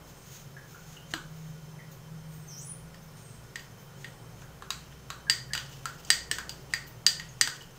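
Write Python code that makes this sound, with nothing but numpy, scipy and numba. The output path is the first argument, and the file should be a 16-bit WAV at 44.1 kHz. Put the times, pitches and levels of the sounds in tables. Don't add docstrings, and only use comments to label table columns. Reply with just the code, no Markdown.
import sys
import numpy as np
from scipy import signal
from scipy.io import wavfile
from scipy.ndimage import uniform_filter1d
from numba import njit

SR = 44100
rng = np.random.default_rng(int(sys.argv[2]) if len(sys.argv) > 2 else 0)


def decibels_to_gain(level_db):
    exponent = np.asarray(level_db, float) / 20
    return 10 ** exponent


def log_audio(samples):
    frames = np.atleast_2d(samples).T
    limited = np.clip(frames, -1, 1)
    pcm = np.round(limited * 32767).astype(np.int16)
    wavfile.write(sys.argv[1], SR, pcm)


N = 343098
MUFFLED_HZ, MUFFLED_DB = 1700, -7


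def unit(x):
    return x / np.sqrt(np.mean(x ** 2))


def curve(rows, col, off=None):
    rows = np.array(rows)
    return np.interp(np.arange(N) / SR, rows[:, 0], rows[:, col], off, off)


@njit
def svf(x, hz, width):
    y, band, low = np.empty(len(x)), 0., 0.
    for i in range(len(x)):
        g, k = np.tan(np.pi * hz[i] / SR), width / hz[i]
        v = (band + g * (x[i] - low)) / (1 + g * (g + k))
        band = 2 * v - band
        low += 2 * g * v
        y[i] = k * v
    return y


def hiss(hz, width_hz, size=N):
    hz = np.clip(hz * np.ones(size), 10, 0.45 * SR)
    once = svf(rng.standard_normal(size), hz, 1. * width_hz)
    return unit(svf(once, hz, 1. * width_hz))


def walk(rate_hz):
    k = int(SR / rate_hz)
    steps = np.repeat(rng.standard_normal(N // k + 1), k)
    return unit(uniform_filter1d(uniform_filter1d(steps, k), k)[:N])


def swells(rows, rest_db, col=1):
    t, out = np.arange(N) / SR, decibels_to_gain(rest_db)
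    for row in rows:
        late = t - row[0]
        swing_s = np.where(late < 0, row[2], row[3])
        out = out + decibels_to_gain(row[col] - 15 * np.abs(late) / swing_s)
    return out


def blooms(rows, rest_db):
    t = np.arange(N) / SR
    return decibels_to_gain(rest_db) + sum(decibels_to_gain(db) * np.exp(-(2 * (t - s) / length) ** 2 / 2) for s, db, length in rows)


def add(out, s, db, hz, t60, rise=0.00039):
    i = int(s * SR)
    t = np.arange(min(int(1.2 * t60 * SR) + 9, N - i)) / SR
    shape = (1 - np.exp(-t / rise)) * np.exp(-np.log(1000) * t / t60)
    out[i:i + len(t)] += decibels_to_gain(db) * shape * np.sin(2 * np.pi * hz * t)


def blows():
    # t/s, weight/dB, low ring f/Hz, sharpness/dB, middle ring level/dB
    rim_blows = [
        (3.5566, -29, 1846, -39.5, -46.5),
        (5.2973, -18, 1834, -20, -18.5),
        (5.5333, -25.5, 1856, -29, -32),
        (6.102, -14.5, 1844, -15.5, -18.5),
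        (6.3125, -21.5, 1770, -23.5, -49),
        (6.493, -42, 1400, -34.5, -30.5),
        (7.4109, -16.5, 1842, -17.5, -22.5),
    ]
    # t/s, weight/dB, low ring f/Hz, sharpness/dB, edge level/dB
    wall_blows = [(1.1366, -24.5, 1450, -32.5, -21), (2.9432, -46, 1810, -53.5, -46),
                  (3.5935, -47, 1810, -50, -37), (4.044, -32, 1860, -48.5, -31.5),
                  (4.4183, -37.5, 1480, -61, -68), (4.6219, -33, 1070, -52, -35),
                  (4.7038, -29.5, 1065, -29, -14), (4.9237, -47, 1840, -70, -48),
                  (5.1018, -28, 1120, -38, -20), (5.5501, -23.5, 1430, -33, -19),
                  (5.5759, -32, 1790, -37, -20.5), (5.7356, -61, 2010, -58, -39),
                  (5.8548, -23, 1337, -33, -38), (6.048, -60, 1270, -42, -47),
                  (6.3487, -55, 1870, -49, -50), (6.3838, -23, 1510, -34.5, -42),
                  (6.7361, -19.5, 1840, -28.5, -34), (7.0643, -20, 1784, -15.5, -12),
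                  (7.197, -30.5, 1877, -44, -27.5), (7.4732, -23, 1465, -29.5, -25),
                  (7.6081, -57, 1950, -73, -48), (7.621, -49, 1820, -51, -56)]
    travel_s = 0.00076
    hits = []
    for s, weight_db, low_hz, sharp_db, middle_db in rim_blows:
        edge_db, top_db = 0.8 * sharp_db, 1.415 * sharp_db + 6
        hits.append((s + travel_s, weight_db, low_hz, sharp_db, edge_db, middle_db, top_db))
    for s, weight_db, low_hz, sharp_db, edge_db in wall_blows:
        middle_db, top_db = 1.11 * sharp_db + 1.3, sharp_db - 54
        hits.append((s + travel_s, weight_db, low_hz, sharp_db, edge_db, middle_db, top_db))
    return sorted(hits)


def edge_mode_hz(low_hz):
    return 3800 if low_hz < 1250 else 2900


def impact_cracks(hits):
    # low f/Hz, high f/Hz, level/dB
    crack_bands = [
        (1840, 4500, -8),
        (600, 2140, 6.5),
        (4270, 8730, 9),
        (11700, 21000, 9),
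    ]
    out, trains = np.zeros((2, N)), np.zeros((len(crack_bands), 2, N))
    t = np.arange(2000) / SR
    decay = np.exp(-np.log(1000) * t / 0.018)
    for s, weight_db, low_hz, sharp_db, edge_db, *_ in hits:
        burst = np.zeros((2, len(t)))
        burst[0] = decibels_to_gain(-8) * rng.standard_normal(len(t)) * decay
        burst[:, 0] = -1, -4
        body_db = 0.71 * weight_db - 29 + 10.5 * (low_hz < MUFFLED_HZ)
        fizz_db = 0.77 * sharp_db - 19.5
        span = slice(int(s * SR), int(s * SR) + len(t))
        trains[:, :, span] += decibels_to_gain([edge_db, body_db, sharp_db, fizz_db])[:, None, None] * burst
        low_track = np.full(len(t), max(low_hz, 1450.))
        edge_track = np.full(len(t), 1. * edge_mode_hz(low_hz))
        for side in range(2):
            out[side, span] += decibels_to_gain(weight_db + 14.5) * svf(burst[side], low_track, 694.0)
            out[side, span] += decibels_to_gain(edge_db + 8.5) * svf(burst[side], edge_track, 520.0)
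    for train, (low_hz, high_hz, db) in zip(trains, crack_bands):
        band = signal.butter(5, [low_hz, high_hz], "band", fs=SR, output="sos")
        out += decibels_to_gain(db + 7.5) * signal.sosfilt(band, train)
    return out


def glass_rings(out, hits):
    # ratio to ring pitch, level/dB, t60/s
    low_ring = [(1, 1, 0.043), (1.04, -6.5, 0.028), (0.851, -6.5, 0.014)]
    edge_ring = [(1.001, -7, 0.021), (1.07, -15, 0.0032)]
    middle_ring = [(1, 5, .07), (.984, -2, .045), (.963, -4, .03), (1.02, -1, .035)]
    top_ring = [(1.027, 5, .02), (1.005, -1, .03), (.98, -6, .015)]
    for s, weight_db, low_hz, sharp_db, edge_db, middle_db, top_db in hits:
        muffle_db = MUFFLED_DB * (low_hz < MUFFLED_HZ)
        contact_s = 0.00033 * decibels_to_gain(-0.3 * (sharp_db + 18.5))
        for hz, db, ring in ((low_hz, weight_db + muffle_db, low_ring),
                             (edge_mode_hz(low_hz), edge_db, edge_ring),
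                             (4770, middle_db + muffle_db, middle_ring),
                             (8180, top_db, top_ring)):
            for ratio, part_db, t60 in ring:
                add(out, s, db + part_db, hz * ratio, t60, contact_s)


def spoon_blade(out, hits):
    # f/Hz, level over sharpness/dB, t60/s
    blade = [(2920, -17.5, 0.062), (3303, -11, 0.053), (3950, -1, 0.023), (4980, -9, .03),
             (5440, -13, 0.03), (6020, -8.5, 0.044), (6300, -6, .025), (7170, -5, .02)]
    for s, _, low_hz, sharp_db, *_ in hits:
        muffle_db = MUFFLED_DB * (low_hz < MUFFLED_HZ)
        for hz, db, t60 in blade:
            scatter_db = 3 * rng.standard_normal()
            add(out, s, sharp_db + db + scatter_db + muffle_db, hz, t60)


def thuds(out):
    # t/s, level/dB, f/Hz, t60/s
    knocks = [
        (1.1375, -34.5, 322, 0.052),
        (1.138, -26.5, 720, 0.017),
        (1.1378, -11.5, 1710, 0.0066),
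        (1.1378, -17.5, 4240, 0.0072),
        (7.4125, -31.5, 280, 0.015),
        (6.3135, -36, 440, 0.02),
    ]
    for knock in knocks:
        add(out, *knock, rise=0.0005)


def bowl():
    hits, rings = blows(), np.zeros(N)
    direct_crack, room_crack = impact_cracks(hits)
    glass_rings(rings, hits)
    spoon_blade(rings, hits)
    thuds(rings)
    return direct_crack + rings, room_crack + decibels_to_gain(-6) * rings


def squealing_edge():
    # t/s, f/Hz, level/dB
    squeal = [
        (2.475, 6430, -55.5),
        (2.52, 5420, -48),
        (2.56, 5700, -56),
        (2.59, 6250, -41.5),
        (2.61, 7600, -52),
        (2.64, 9300, -50),
        (2.675, 10480, -44.5),
        (2.705, 9280, -43),
        (2.74, 9400, -70),
    ]
    # t/s, level/dB, rise/s, fall/s, f/Hz
    whistles = [
        (0.18, -65, 0.15, 0.12, 8340),
        (1.754, -72, 0.07, 0.1, 8950),
        (2.3, -71, 0.15, 0.14, 8600),
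        (2.4, -65.5, 0.22, 0.43, 8350),
        (3.166, -62, 0.008, 0.03, 8850),
        (3.296, -60, 0.18, 0.12, 8300),
        (4.05, -65, 0.1, 0.35, 8280),
    ]
    hz = curve(squeal, 1)
    ragged = decibels_to_gain(curve(squeal, 2, off=-120) + 4.0 * walk(140))
    out = ragged * (hiss(hz, 370) + decibels_to_gain(-24) * hiss(2 * hz, 900))
    return out + swells(whistles, -120) * decibels_to_gain(2.6 * walk(60)) * hiss(curve(whistles, -1), 690)


def friction(rows, body_rest_db, fizz_rest_db, bands, grain_db):
    body = sum(decibels_to_gain(db) * hiss(hz, width) for hz, width, db in bands)
    fizz = hiss(14700, 6200)
    rubbing = swells(rows, body_rest_db) * body + swells(rows, fizz_rest_db, col=-1) * fizz
    return decibels_to_gain(grain_db * walk(150)) * rubbing


def spoon_drag():
    # t/s, level/dB, rise/s, fall/s, fizz level/dB
    strokes = [(4.8, -52.5, 0.03, 0.2, -69), (5.01, -77, 0.02, 0.07, -84), (5.6, -46.5, 0.02, 0.1, -67),
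               (5.73, -54.5, 0.2, 0.51, -70), (6.0, -63, 0.15, 0.3, -71), (6.095, -49, 0.08, 0.005, -69),
               (6.62, -60.5, 0.2, 0.3, -72), (6.73, -45, 0.022, 0.0069, -65),
               (6.878, -52, 0.0091, 0.066, -53), (7.3, -57.5, 0.2, 0.49, -76.5),
               (7.55, -56, 0.02, 0.036, -78), (7.614, -51, 0.029, 0.052, -65),
               (7.77, -59, 0.057, 0.05, -67)]
    # f/Hz, width/Hz, level/dB
    bands = [(1400, 1100, -28), (2870, 1040, -9.5), (4700, 5100, -11.5), (6200, 3300, -9.5)]
    return friction(strokes, -76, -84, bands, grain_db=2.5)


def sleeves():
    # t/s, level/dB, rise/s, fall/s, fizz level/dB
    rubs = [(0.092, -57, 0.043, 0.07, -64), (0.356, -48.5, 0.14, 0.11, -57), (0.714, -58, 0.06, 0.13, -63),
            (0.932, -55, 0.16, 0.11, -67), (1.116, -49, 0.03, 0.024, -68), (1.382, -61.5, 0.15, 0.39, -70),
            (1.918, -57, 0.0071, 0.065, -57), (2.328, -59, 0.018, 0.1, -61), (2.6, -64, 0.21, 0.12, -62),
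            (3.03, -70, 0.011, 0.2, -68), (3.17, -58, 0.01, 0.3, -74), (3.6, -57, 0.005, 0.076, -64),
            (3.808, -67, 0.03, 0.086, -61), (4.014, -56, 0.061, 0.1, -71), (4.432, -59, 0.13, 0.056, -71)]
    # f/Hz, width/Hz, level/dB
    bands = [(6530, 1300, -4), (3180, 7300, -4.5), (9800, 7600, -20)]
    return friction(rubs, -76, -74, bands, grain_db=1.0)


def crockery():
    # t/s, level/dB, f/Hz, t60/s
    tinkles = [
        (0.5665, -38.5, 1690, 0.027),
        (0.7456, -45.5, 1445, 0.038),
        (0.9677, -39.5, 2870, 0.029),
        (1.7912, -40.5, 1955, 0.024),
        (5.2684, -43, 1630, 0.14),
        (5.5063, -40.5, 1720, 0.062),
        (7.2883, -45.5, 6480, 0.061),
        (7.6088, -37.5, 2950, 0.022),
    ]
    out = np.zeros(N)
    for s, db, hz, t60 in tinkles:
        add(out, s, db, hz, t60, rise=0.0013)
        add(out, s, db - 1, 1.047 * hz, 0.58 * t60, rise=0.0014)
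    return out


def kitchen(x):
    # f/Hz, t60/s, level/dB
    room = [(300, 0.23, -23.5), (740, 0.19, -30.5), (1400, 0.38, -26.5), (2400, 0.3, -27.5),
            (4870, 0.35, -26.5), (7870, 0.33, -30), (14900, 0.26, -20)]
    t = np.arange(int(0.8 * SR)) / SR
    tail = sum(decibels_to_gain(db - 60 * t / t60) * hiss(hz, 0.9 * hz, size=len(t)) for hz, t60, db in room)
    onset = 1 - np.exp(-t / 0.0022)
    return signal.fftconvolve(x, tail * onset * decibels_to_gain(-16))[:N]


def appliance():
    # f/Hz, width/Hz, resting level/dB
    drone_modes = [(60.5, 4.33, -67.5), (116.7, 18, -59.5), (138, 7.5, -57), (158.8, 4.42, -59)]
    # t/s, level/dB, length/s
    mode_blooms = [
        [(0.0, -54, 0.3), (1.3, -60.5, 0.6), (2.32, -54, 0.13), (2.84, -54, 0.14), (3.42, -55, 0.25),
         (4.85, -54, 0.98), (5.6, -64, 0.3), (6.45, -49.5, 0.72), (7.3, -56, 0.22)],
        [(1.93, -58, 0.2), (3.29, -54, 0.22), (4.27, -51.5, 0.24), (5.41, -49, 0.14), (5.79, -55, 0.15),
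         (6.67, -56, 0.11), (6.96, -52, 0.097), (7.3, -57, 0.12)],
        [(0.5, -49.5, 0.18), (1.6, -59, 0.69), (2.55, -49, 0.26), (3.96, -59.5, 0.33), (4.4, -59, 0.28),
         (5.7, -51.5, 0.4), (6.67, -59, 0.088), (7.45, -56, 0.2)],
        [(1.0, -57, 0.32), (1.5, -45.5, 0.52), (2.25, -41.5, 0.25), (2.8, -50.5, 0.52), (7.21, -54.5, 0.11)],
    ]
    # f/Hz, width/Hz, level/dB
    whine = [(384.8, 12, -67.5), (460, 65, -67.5), (543, 8.9, -69.5), (1448, 38, -72), (3100, 26, -71.5),
             (5300, 59, -72.5), (6250, 37, -72)]
    out = np.zeros(N)
    for (hz, width, rest_db), rows in zip(drone_modes, mode_blooms):
        phase = 2 * np.pi * np.cumsum(hz + 0.301 * width * walk(6)) / SR
        out += blooms(rows, rest_db) * decibels_to_gain(0.5 + 1.88 * walk(15)) * np.sin(phase)
    return out + sum(decibels_to_gain(db) * hiss(hz, width) for hz, width, db in whine)


def street():
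    # t/s, level/dB, length/s
    passes = [
        (0.0, -57.5, 0.26),
        (2.79, -75.5, 0.2),
        (4.27, -61.5, 0.53),
        (5.24, -61, 0.2),
        (6.4, -55.5, 0.97),
    ]
    return blooms(passes, -58) * decibels_to_gain(-4.5) * hiss(314, 830)


def air():
    # f/Hz, level density/dB per Hz
    spectrum = [(20, 7.5), (81, -13), (150, -2.5), (216, -25.5), (1000, -21), (3700, -33.5), (5800, -31.5),
                (9800, -38.5)]
    hz, db = np.transpose(spectrum)
    centres = np.r_[22, 64 * 2 ** np.arange(0, 8.2, 0.4)]
    levels = decibels_to_gain(np.interp(np.log(centres), np.log(hz), db)) * np.sqrt(centres)
    swell = walk(0.3)
    bands = sum(g * decibels_to_gain(0.4 * swell + 0.4 * walk(11)) * hiss(c, 0.5 * c) for c, g in zip(centres, levels))
    return decibels_to_gain(-50) * unit(bands)


def scene():
    near, spread = bowl()
    squeal, far = squealing_edge(), crockery()
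    wet = kitchen(spread + decibels_to_gain(6.5) * far + decibels_to_gain(6.5) * squeal)
    rubbing = spoon_drag() + sleeves()
    background = appliance() + street() + air()
    return (near + far + decibels_to_gain(-5) * squeal + wet + rubbing + background)[None]


def band_limit(x):
    return signal.sosfilt(signal.butter(12, 16790, fs=SR, output="sos"), x)


def record(dry):
    cut = signal.sosfilt(signal.ellip(8, 0.2, 33, 15600, fs=SR, output="sos"), dry)
    cut = signal.sosfilt(signal.butter(1, 60, "high", fs=SR, output="sos"), cut)
    return band_limit(cut)


dry = scene()
out = record(dry)
log_audio(out)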